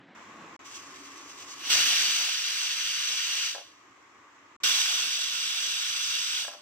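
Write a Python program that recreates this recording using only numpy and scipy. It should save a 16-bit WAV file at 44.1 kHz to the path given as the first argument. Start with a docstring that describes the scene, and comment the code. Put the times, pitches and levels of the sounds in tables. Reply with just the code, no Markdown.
"""A pressure cooker: steam leaks past the weight valve, then lifts it twice. Each blast starts loud,
sinks as if turned down automatically, holds, and ends as the weight rattles onto its seat, ringing
the lid. The induction hob's fan whirs behind it; a dull drone sounds at the start. A two-port
microphone hears it, from a second position for the second blast. The sound cuts out briefly twice."""
import sys
import numpy as np
from scipy import signal
from scipy.io import wavfile
from scipy.ndimage import uniform_filter1d

SR = 44100
rng = np.random.default_rng(int(sys.argv[2]) if len(sys.argv) > 2 else 0)


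def wav_out(sig):
    """Save sig, one row per channel (or a flat mono array), as 16-bit PCM at SR to the path in sys.argv[1]."""
    wavfile.write(sys.argv[1], SR, np.round(np.clip(np.atleast_2d(sig).T, -1, 1) * 32767).astype(np.int16))


N = 291623
T = np.arange(N) / SR
FFT_SIZE, HOP = 2048, 512
BIN_HZ = np.fft.rfftfreq(FFT_SIZE, 1 / SR)
FRAME_S = np.arange(N // HOP + 5) * HOP / SR


def gain(db):
    """dB to amplitude factor."""
    return 10 ** (np.asarray(db) / 20)


def unit_rms(x):
    """Scale to rms 1 over all channels."""
    return x / np.sqrt(np.mean(x ** 2) + 1e-20)


def spectrum(table, column=1):
    """Table column interpolated over the bins, log frequency."""
    table = np.array(table)
    return np.interp(np.log(BIN_HZ + 1), np.log(table[:, 0] + 1), table[:, column])[:, None]


def bells(hz, width_hz):
    """One unit-height bell over the bins per centre."""
    return np.exp(-2 * ((BIN_HZ - hz[:, None]) / width_hz[:, None]) ** 2)


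def pan_db(left_minus_right_db):
    """Split a balance into left and right offsets."""
    return left_minus_right_db * np.array([.5, -.5])[:, None, None]


def air_noise(colour_db, coherence, patch_db, flicker_db, lead_rad=0):
    """Unit-rms stereo noise with drifting spectral patches and a shared level flicker."""
    a, b, c, d, patches = rng.standard_normal((len(FRAME_S), len(BIN_HZ), 5)).T
    patches = unit_rms(uniform_filter1d(uniform_filter1d(patches, size=25, axis=0), size=5, axis=1))
    flicker = unit_rms(uniform_filter1d(uniform_filter1d(rng.standard_normal(N), size=300), size=300))
    left = a + 1j * b
    right = coherence * np.exp(1j * lead_rad) * left + np.sqrt(1 - coherence ** 2) * (c + 1j * d)
    spectra = np.array([left, right]) * gain(colour_db + patch_db * patches)
    noise = signal.istft(spectra, nperseg=FFT_SIZE, noverlap=FFT_SIZE - HOP)[1][:, :N]
    return unit_rms(noise * gain(flicker_db * flicker))


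# Drone spectrum: f/Hz, relative density/dB
DRONE_SPECTRUM = [(24, -103), (40, -73), (74, -70), (135, -13.5), (246, -4), (367, -12.5), (834, -14),
                  (1160, -18), (1660, -15), (3520, -26.5), (8000, -47), (10400, -97), (17600, -120)]


def drone():
    """Dull centred noise with one brief swell; stops at the first silence."""
    swell_s, width_s = .416, .04
    level_db = -55 + 4.5 * np.exp(-((T - swell_s) / width_s) ** 2)
    noise = air_noise(spectrum(DRONE_SPECTRUM), coherence=1, patch_db=1.5, flicker_db=1)
    return noise * gain(level_db) * (T < SILENCES[0][0])


# Air through the housing: f/Hz, relative density/dB
FAN_SPECTRUM = [(25, -22), (60, -13), (100, -8), (200, -14), (300, 0.5), (420, -7), (750, -7.5), (1100, 1),
                (1400, -3), (2100, -3), (4500, -19), (6500, -14), (7800, -18.5), (8800, -38.5),
                (15500, -38)]
# Likeness of the channels: f/Hz, correlation
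FAN_COHERENCE = [(60, 0.84), (130, 0.86), (290, 0.89), (640, 0.43), (1410, 0.18), (3100, -0.04),
                 (6820, -0.05), (15000, -0.17)]
# Balance: f/Hz, left minus right/dB
FAN_PAN = [(60, 0.0), (130, -0.5), (290, -0.5), (640, 0.0), (1410, 1.5), (3100, -0.5), (6820, -0.5),
           (15000, -3.0)]
# Blade and housing tones: f/Hz, width/Hz, level re air/dB
BLADE_TONES = [(281, 10, -15), (371, 25, -18), (910, 20, -22), (1058, 20, -11), (1125, 12, -9),
               (1206, 25, -14), (1265, 25, -18), (1969, 10, -20)]
# Extra gain of the tones below 500 Hz: t/s, gain/dB
HUM_GAIN = [(.15, -13), (.3, -2), (.58, -4.5), (1.0, 7), (1.6, -0.5), (3.5, -5), (6.62, -2)]


def fan():
    """Housing air and wavering blade tones; quieter from the first blast on, dipping under each."""
    start_s, early_db, late_db, dip_db = .15, -50.5, -57, 3.5
    balance_db = pan_db(spectrum(FAN_PAN))
    whir = air_noise(spectrum(FAN_SPECTRUM) + balance_db, spectrum(FAN_COHERENCE),
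                     patch_db=1, flicker_db=.5)
    hum = gain(np.interp(T, *np.transpose(HUM_GAIN)))
    for hz, width_hz, db in BLADE_TONES:
        pole = np.exp(-np.pi * width_hz / SR)
        waver = signal.lfilter([1], [1, -pole], rng.standard_normal(N) + 1j * rng.standard_normal(N))
        tone = unit_rms((waver * np.exp(2j * np.pi * hz * T)).real)
        tone_db = db + balance_db[:, round(hz / BIN_HZ[1])]
        whir += tone * gain(tone_db) * (hum if hz < 500 else 1)
    lift_s, _, _, _, sag_s, _ = VALVE_LIFTS[0]
    level_db = np.interp(T, [lift_s, lift_s + sag_s], [early_db, late_db])
    dip = sum(sunk * (T < drop_s + SHUT_S / 2) for _, _, sunk, drop_s in blast_envelopes())
    return whir * gain(level_db - dip_db * uniform_filter1d(dip, size=8000)) * (T > start_s)


# Lid, hob and wall echoes: f/Hz, width/Hz, gain/dB at left 1, right 1, left 2, right 2 (positions 1, 2)
ECHO_BANDS = [(1100, 600, 3.2, 2.4, 2.9, 4.4), (1540, 200, -2.7, 2.6, -2.6, 2.5),
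              (2060, 350, -0.4, -2.2, -1.6, -4.8), (2340, 70, 3.3, 0.3, 3.0, 0.1),
              (2540, 200, -0.9, -0.7, -2.4, -3.5), (2740, 70, 1.1, 2.5, 0.9, 2.7),
              (2900, 200, 4.1, 2.8, 2.8, 0.9), (3060, 70, -0.2, -1.9, 1.0, -2.7),
              (3220, 120, -2.6, 2.6, -0.1, -0.6), (3380, 350, -1.4, 3.0, -2.7, 6.3),
              (3780, 350, 2.0, -0.6, 2.3, 3.5), (4020, 120, 1.7, -4.1, -0.4, -5.0),
              (4260, 200, -4.0, -4.1, -5.5, -5.6), (4620, 200, 2.3, 1.8, 1.0, 0.1),
              (4860, 120, 0.3, 0.7, 1.2, -3.4), (4980, 200, -0.4, -6.0, 0.2, -4.3),
              (5300, 200, -3.3, -3.4, -3.9, -1.1), (5540, 120, 0.9, 2.2, 0.7, 2.0),
              (6060, 350, 3.1, 2.6, 1.2, 3.4), (6540, 200, -0.9, -1.6, -1.8, -4.5),
              (6900, 200, -0.6, 1.9, -0.2, 0.9), (7180, 200, 4.0, 2.6, 5.0, 1.0),
              (7540, 200, -4.5, -2.7, -4.2, -0.0), (7820, 200, 0.6, 5.5, 1.0, 9.1),
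              (8700, 1000, -2.9, 0.3, -1.8, 0.6), (10380, 350, -2.4, -2.1, 0.0, 1.1),
              (11660, 600, 1.2, 1.7, 1.1, 3.1), (13100, 600, -1.6, -2.6, 0.5, 1.2),
              (13860, 1000, -2.6, 1.7, -1.8, 0.7), (15420, 1000, -0.6, 4.5, -8.2, 6.3)]
# Narrow steady peaks that colour the steam hiss: f/Hz, width/Hz, gain/dB
HISS_PEAKS = [(2358, 30, 3), (2758, 60, 3), (3371, 50, 2), (4047, 20, 5), (4175, 25, 3), (4600, 80, 2),
              (4938, 20, 3), (5798, 50, 3), (6069, 25, 3), (6282, 30, 4)]
# Steam at the two ports: f/Hz, coherence, right lead/rad at position 1, at position 2
PORT_COHERENCE = [(300, .3, 0, 0), (1000, .45, -.3, -.6), (1750, .7, -1.1, -2.1), (2150, .3, -.6, -1.5),
                  (2750, .8, -.5, -.4), (3150, .25, -1.7, -1.8), (3650, .78, -2.3, -2.2),
                  (4150, .35, -2.6, -2.6), (4600, .72, -1.9, -2.1), (5200, .35, -1.6, -1.6),
                  (5500, .5, -2.4, -2.2), (5800, .4, -5.3, -5.3), (6300, .6, -3.7, -3.8),
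                  (7100, .55, -2.8, -3.6), (7700, .4, -5.2, -5.5), (8600, .35, -4.8, -5.6),
                  (9400, .25, -3.6, -4), (10600, .55, -3.4, -3.4), (13200, .6, -3.1, -3.1),
                  (14000, .2, -3.1, -3.1)]


def steam_path():
    """Peaks, notches and port phase that the steam picks up on its way through the room."""
    at_first_position = FRAME_S < 4.365
    hz, width_hz, *band_db = np.transpose(ECHO_BANDS)
    position_db = (np.array(band_db) @ bells(hz, width_hz)).reshape(2, 2, -1, 1)
    echo_db = np.where(at_first_position, *position_db)
    lead_rad = np.where(at_first_position, spectrum(PORT_COHERENCE, 2), spectrum(PORT_COHERENCE, 3))
    hz, width_hz, height_db = np.transpose(HISS_PEAKS)
    peaks_db = (height_db @ bells(hz, width_hz))[:, None]
    # Late kitchen echoes: fine steady ripple per port.
    ripple_db = 1.4 * unit_rms(uniform_filter1d(rng.standard_normal((2, len(BIN_HZ), 1)), 3, axis=1))
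    return echo_db + peaks_db + ripple_db, lead_rad


# Leak hiss: f/Hz, relative density/dB
LEAK_SPECTRUM = [(500, -40), (1100, -18), (1800, -9), (2800, -1.5), (4200, -4.5), (6200, 1.5), (7800, -7.5),
                 (9300, -16.5), (15600, -22.5)]
# Spurts: t/s, peak level/dB
LEAK_SPURTS = [(.665, -46.5), (.76, -41.5), (.96, -47.5), (1.06, -47), (1.18, -48.5), (1.31, -45.5),
               (1.41, -43), (1.52, -42.5)]


def leak(path_db, lead_rad):
    """Steam seeps and spurts past the seated weight until the first lift."""
    start_s, fade_s, floor_db, path_share = .64, .02, -51, .4
    rise_db_per_s, fall_db_per_s = 123, 157
    peak_s, peak_db = np.transpose(LEAK_SPURTS)[:, :, None]
    spurt_db = peak_db - np.maximum(rise_db_per_s * (peak_s - T), fall_db_per_s * (T - peak_s))
    gate = np.clip((T - start_s) / fade_s, 0, 1) * (T < VALVE_LIFTS[0][0])
    hiss = air_noise(spectrum(LEAK_SPECTRUM) + path_share * path_db, spectrum(PORT_COHERENCE),
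                     patch_db=1, flicker_db=.9, lead_rad=lead_rad)
    return hiss * gain(np.maximum(spurt_db.max(0), floor_db)) * gate


# Lifts of the weight: lift t/s, lead-in slope/(dB/s), held gain/dB, sag/dB, sag time/s, drop t/s
VALVE_LIFTS = [(1.703, 157, -30.5, 9, 0.71, 3.485), (4.636, 9000, -31.2, 8, .55, 6.424)]
SHUT_DB, SHUT_S, KNEE_S = 74.5, .45, .016


def blast_envelopes():
    """Each blast starts loud, its heard level sinks as if turned down automatically, holds, dies away."""
    jump_db, jump_s, pop_db, pop_s, creep_db_per_s = 8.5, .005, .5, .038, .5
    for lift_s, swell_db_per_s, held_db, sag_db, sag_s, drop_s in VALVE_LIFTS:
        before_s, after_s = np.maximum(lift_s - T, 0), np.maximum(T - lift_s, 0)
        sunk = np.minimum(after_s / sag_s, 1)
        onset_db = -jump_db * np.minimum(before_s / jump_s, 1) - swell_db_per_s * before_s
        excess_db = sag_db * (1 - sunk) + pop_db * np.exp(-after_s / pop_s)
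        creep_db = creep_db_per_s * np.maximum(after_s - sag_s, 0)
        closing_s = KNEE_S * np.logaddexp(0, (T - drop_s) / KNEE_S)
        closing_db = SHUT_DB * (1 - np.exp(-closing_s / SHUT_S))
        envelope_db = onset_db + excess_db + creep_db - closing_db
        yield held_db, envelope_db, sunk, drop_s


# Jet noise: f/Hz, relative density/dB
JET_SPECTRUM = [(500, -45), (930, -24.8), (1080, -15.8), (1700, -6.8), (2700, 0.0), (6300, -0.6),
                (6480, -7.7), (8300, -11.6), (9300, -17.7), (13000, -20.1), (15600, -24.1)]


def jet(blast_gain, path_db, lead_rad):
    """Steam hisses out under the lifted weight."""
    hiss = air_noise(spectrum(JET_SPECTRUM) + path_db, spectrum(PORT_COHERENCE),
                     patch_db=.8, flicker_db=.6, lead_rad=lead_rad)
    return hiss * blast_gain * gain(1.5)


# Turbulence: f/Hz, relative density/dB
ROAR_SPECTRUM = [(25, -26), (60, -41), (110, -2), (180, -3.5), (300, -1.5), (500, 0), (750, 3.5),
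                 (1000, 0.5), (1500, -5.5)]


def roar():
    """Low turbulence round the jet, loudest at the start of each blast."""
    base_db, boost_db = -53.5, 8
    noise = air_noise(spectrum(ROAR_SPECTRUM) + pan_db(-7), coherence=.23, patch_db=3.5, flicker_db=2)
    return noise * sum(gain(base_db + envelope_db + boost_db * (1 - sunk ** 2))
                       for _, envelope_db, sunk, _ in blast_envelopes())


# Draught rumble: f/Hz, relative density/dB
BUFFET_SPECTRUM = [(25, -1), (60, -6), (110, -1), (200, -3), (400, -25.5)]


def buffet(blast_gain):
    """Draught from the blast buffets the microphone ports."""
    rumble = air_noise(spectrum(BUFFET_SPECTRUM) + pan_db(-5), coherence=.3, patch_db=2, flicker_db=1)
    return rumble * blast_gain * gain(-38.5)


# Knocks on the seat: t/s, peak before high-pass/dB, tilt/(dB/octave), left minus right/dB
SEAT_KNOCKS = [(3.548, -32.5, 0, 7), (3.559, -33, -18, -3), (3.58, -35, -6, 9), (3.591, -40, -13, 1),
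               (3.601, -45, -13, 5), (3.612, -39.5, -20, 3), (6.447, -35, 5, 3), (6.48, -30.5, -2.5, 5.5),
               (6.513, -39, 3, -4), (6.533, -39.5, 2, 5), (6.548, -39.5, -10, 6)]
# Lid modes: f/Hz, relative level/dB, T60/s
LID_MODES = [(523, -33, 0.039), (597, 3, 0.35), (685, 5.5, 0.16), (796, 3, 0.12), (1017, 4, 0.13),
             (1350, 3.5, 0.098), (1636, 8.5, 0.06), (2660, -16, 0.047)]


def weight_rattle():
    """The weight hits its seat: each short clunk leaves the lid ringing more softly."""
    out, t = np.zeros((2, N + SR)), np.arange(SR // 4) / SR
    hz, mode_db, t60_s = np.transpose(LID_MODES)[:, :, None]
    clunk = (1 + 2.5 * np.exp(-t / .004)) * np.minimum(t / .0015, 1)
    for start_s, peak_db, db_per_octave, balance_db in SEAT_KNOCKS:
        scatter_db = 1.5 * rng.standard_normal((len(LID_MODES), 1))
        decays = gain(mode_db + db_per_octave * np.log2(hz / 700) + scatter_db - 60 * t / t60_s)
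        knock = (decays * np.sin(2 * np.pi * hz * t)).sum(0) * clunk
        at = round(start_s * SR)
        out[:, at:at + len(t)] += knock / abs(knock).max() * gain(peak_db + pan_db(balance_db)[:, 0])
    return signal.sosfilt(signal.butter(4, 430, "highpass", fs=SR, output="sos"), out[:, :N])


def scene():
    """Steam, fan, drone and rattle, summed in stereo."""
    path_db, lead_rad = steam_path()
    blast_gain = sum(gain(held_db + envelope_db) for held_db, envelope_db, _, _ in blast_envelopes())
    steam = jet(blast_gain, path_db, lead_rad) + leak(path_db, lead_rad) + roar() + buffet(blast_gain)
    return steam + fan() + drone() + weight_rattle()


# Brief silences: start t/s, end t/s
SILENCES = [(.5655, .592), (4.565, 4.601)]


def record(dry):
    """Microphone bass roll-off, two silences with 1 ms ramps, band limit."""
    rolled_off = signal.sosfilt(signal.butter(2, 55, "highpass", fs=SR, output="sos"), dry)
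    gates = [np.clip(np.maximum(start_s - T, T - end_s) / .001, 0, 1) for start_s, end_s in SILENCES]
    lowpass = signal.firwin(511, cutoff=15760, window=("kaiser", 9), fs=SR)
    return signal.oaconvolve(rolled_off * np.prod(gates, axis=0), lowpass[None], "same")


dry = scene()
out = record(dry)
wav_out(out)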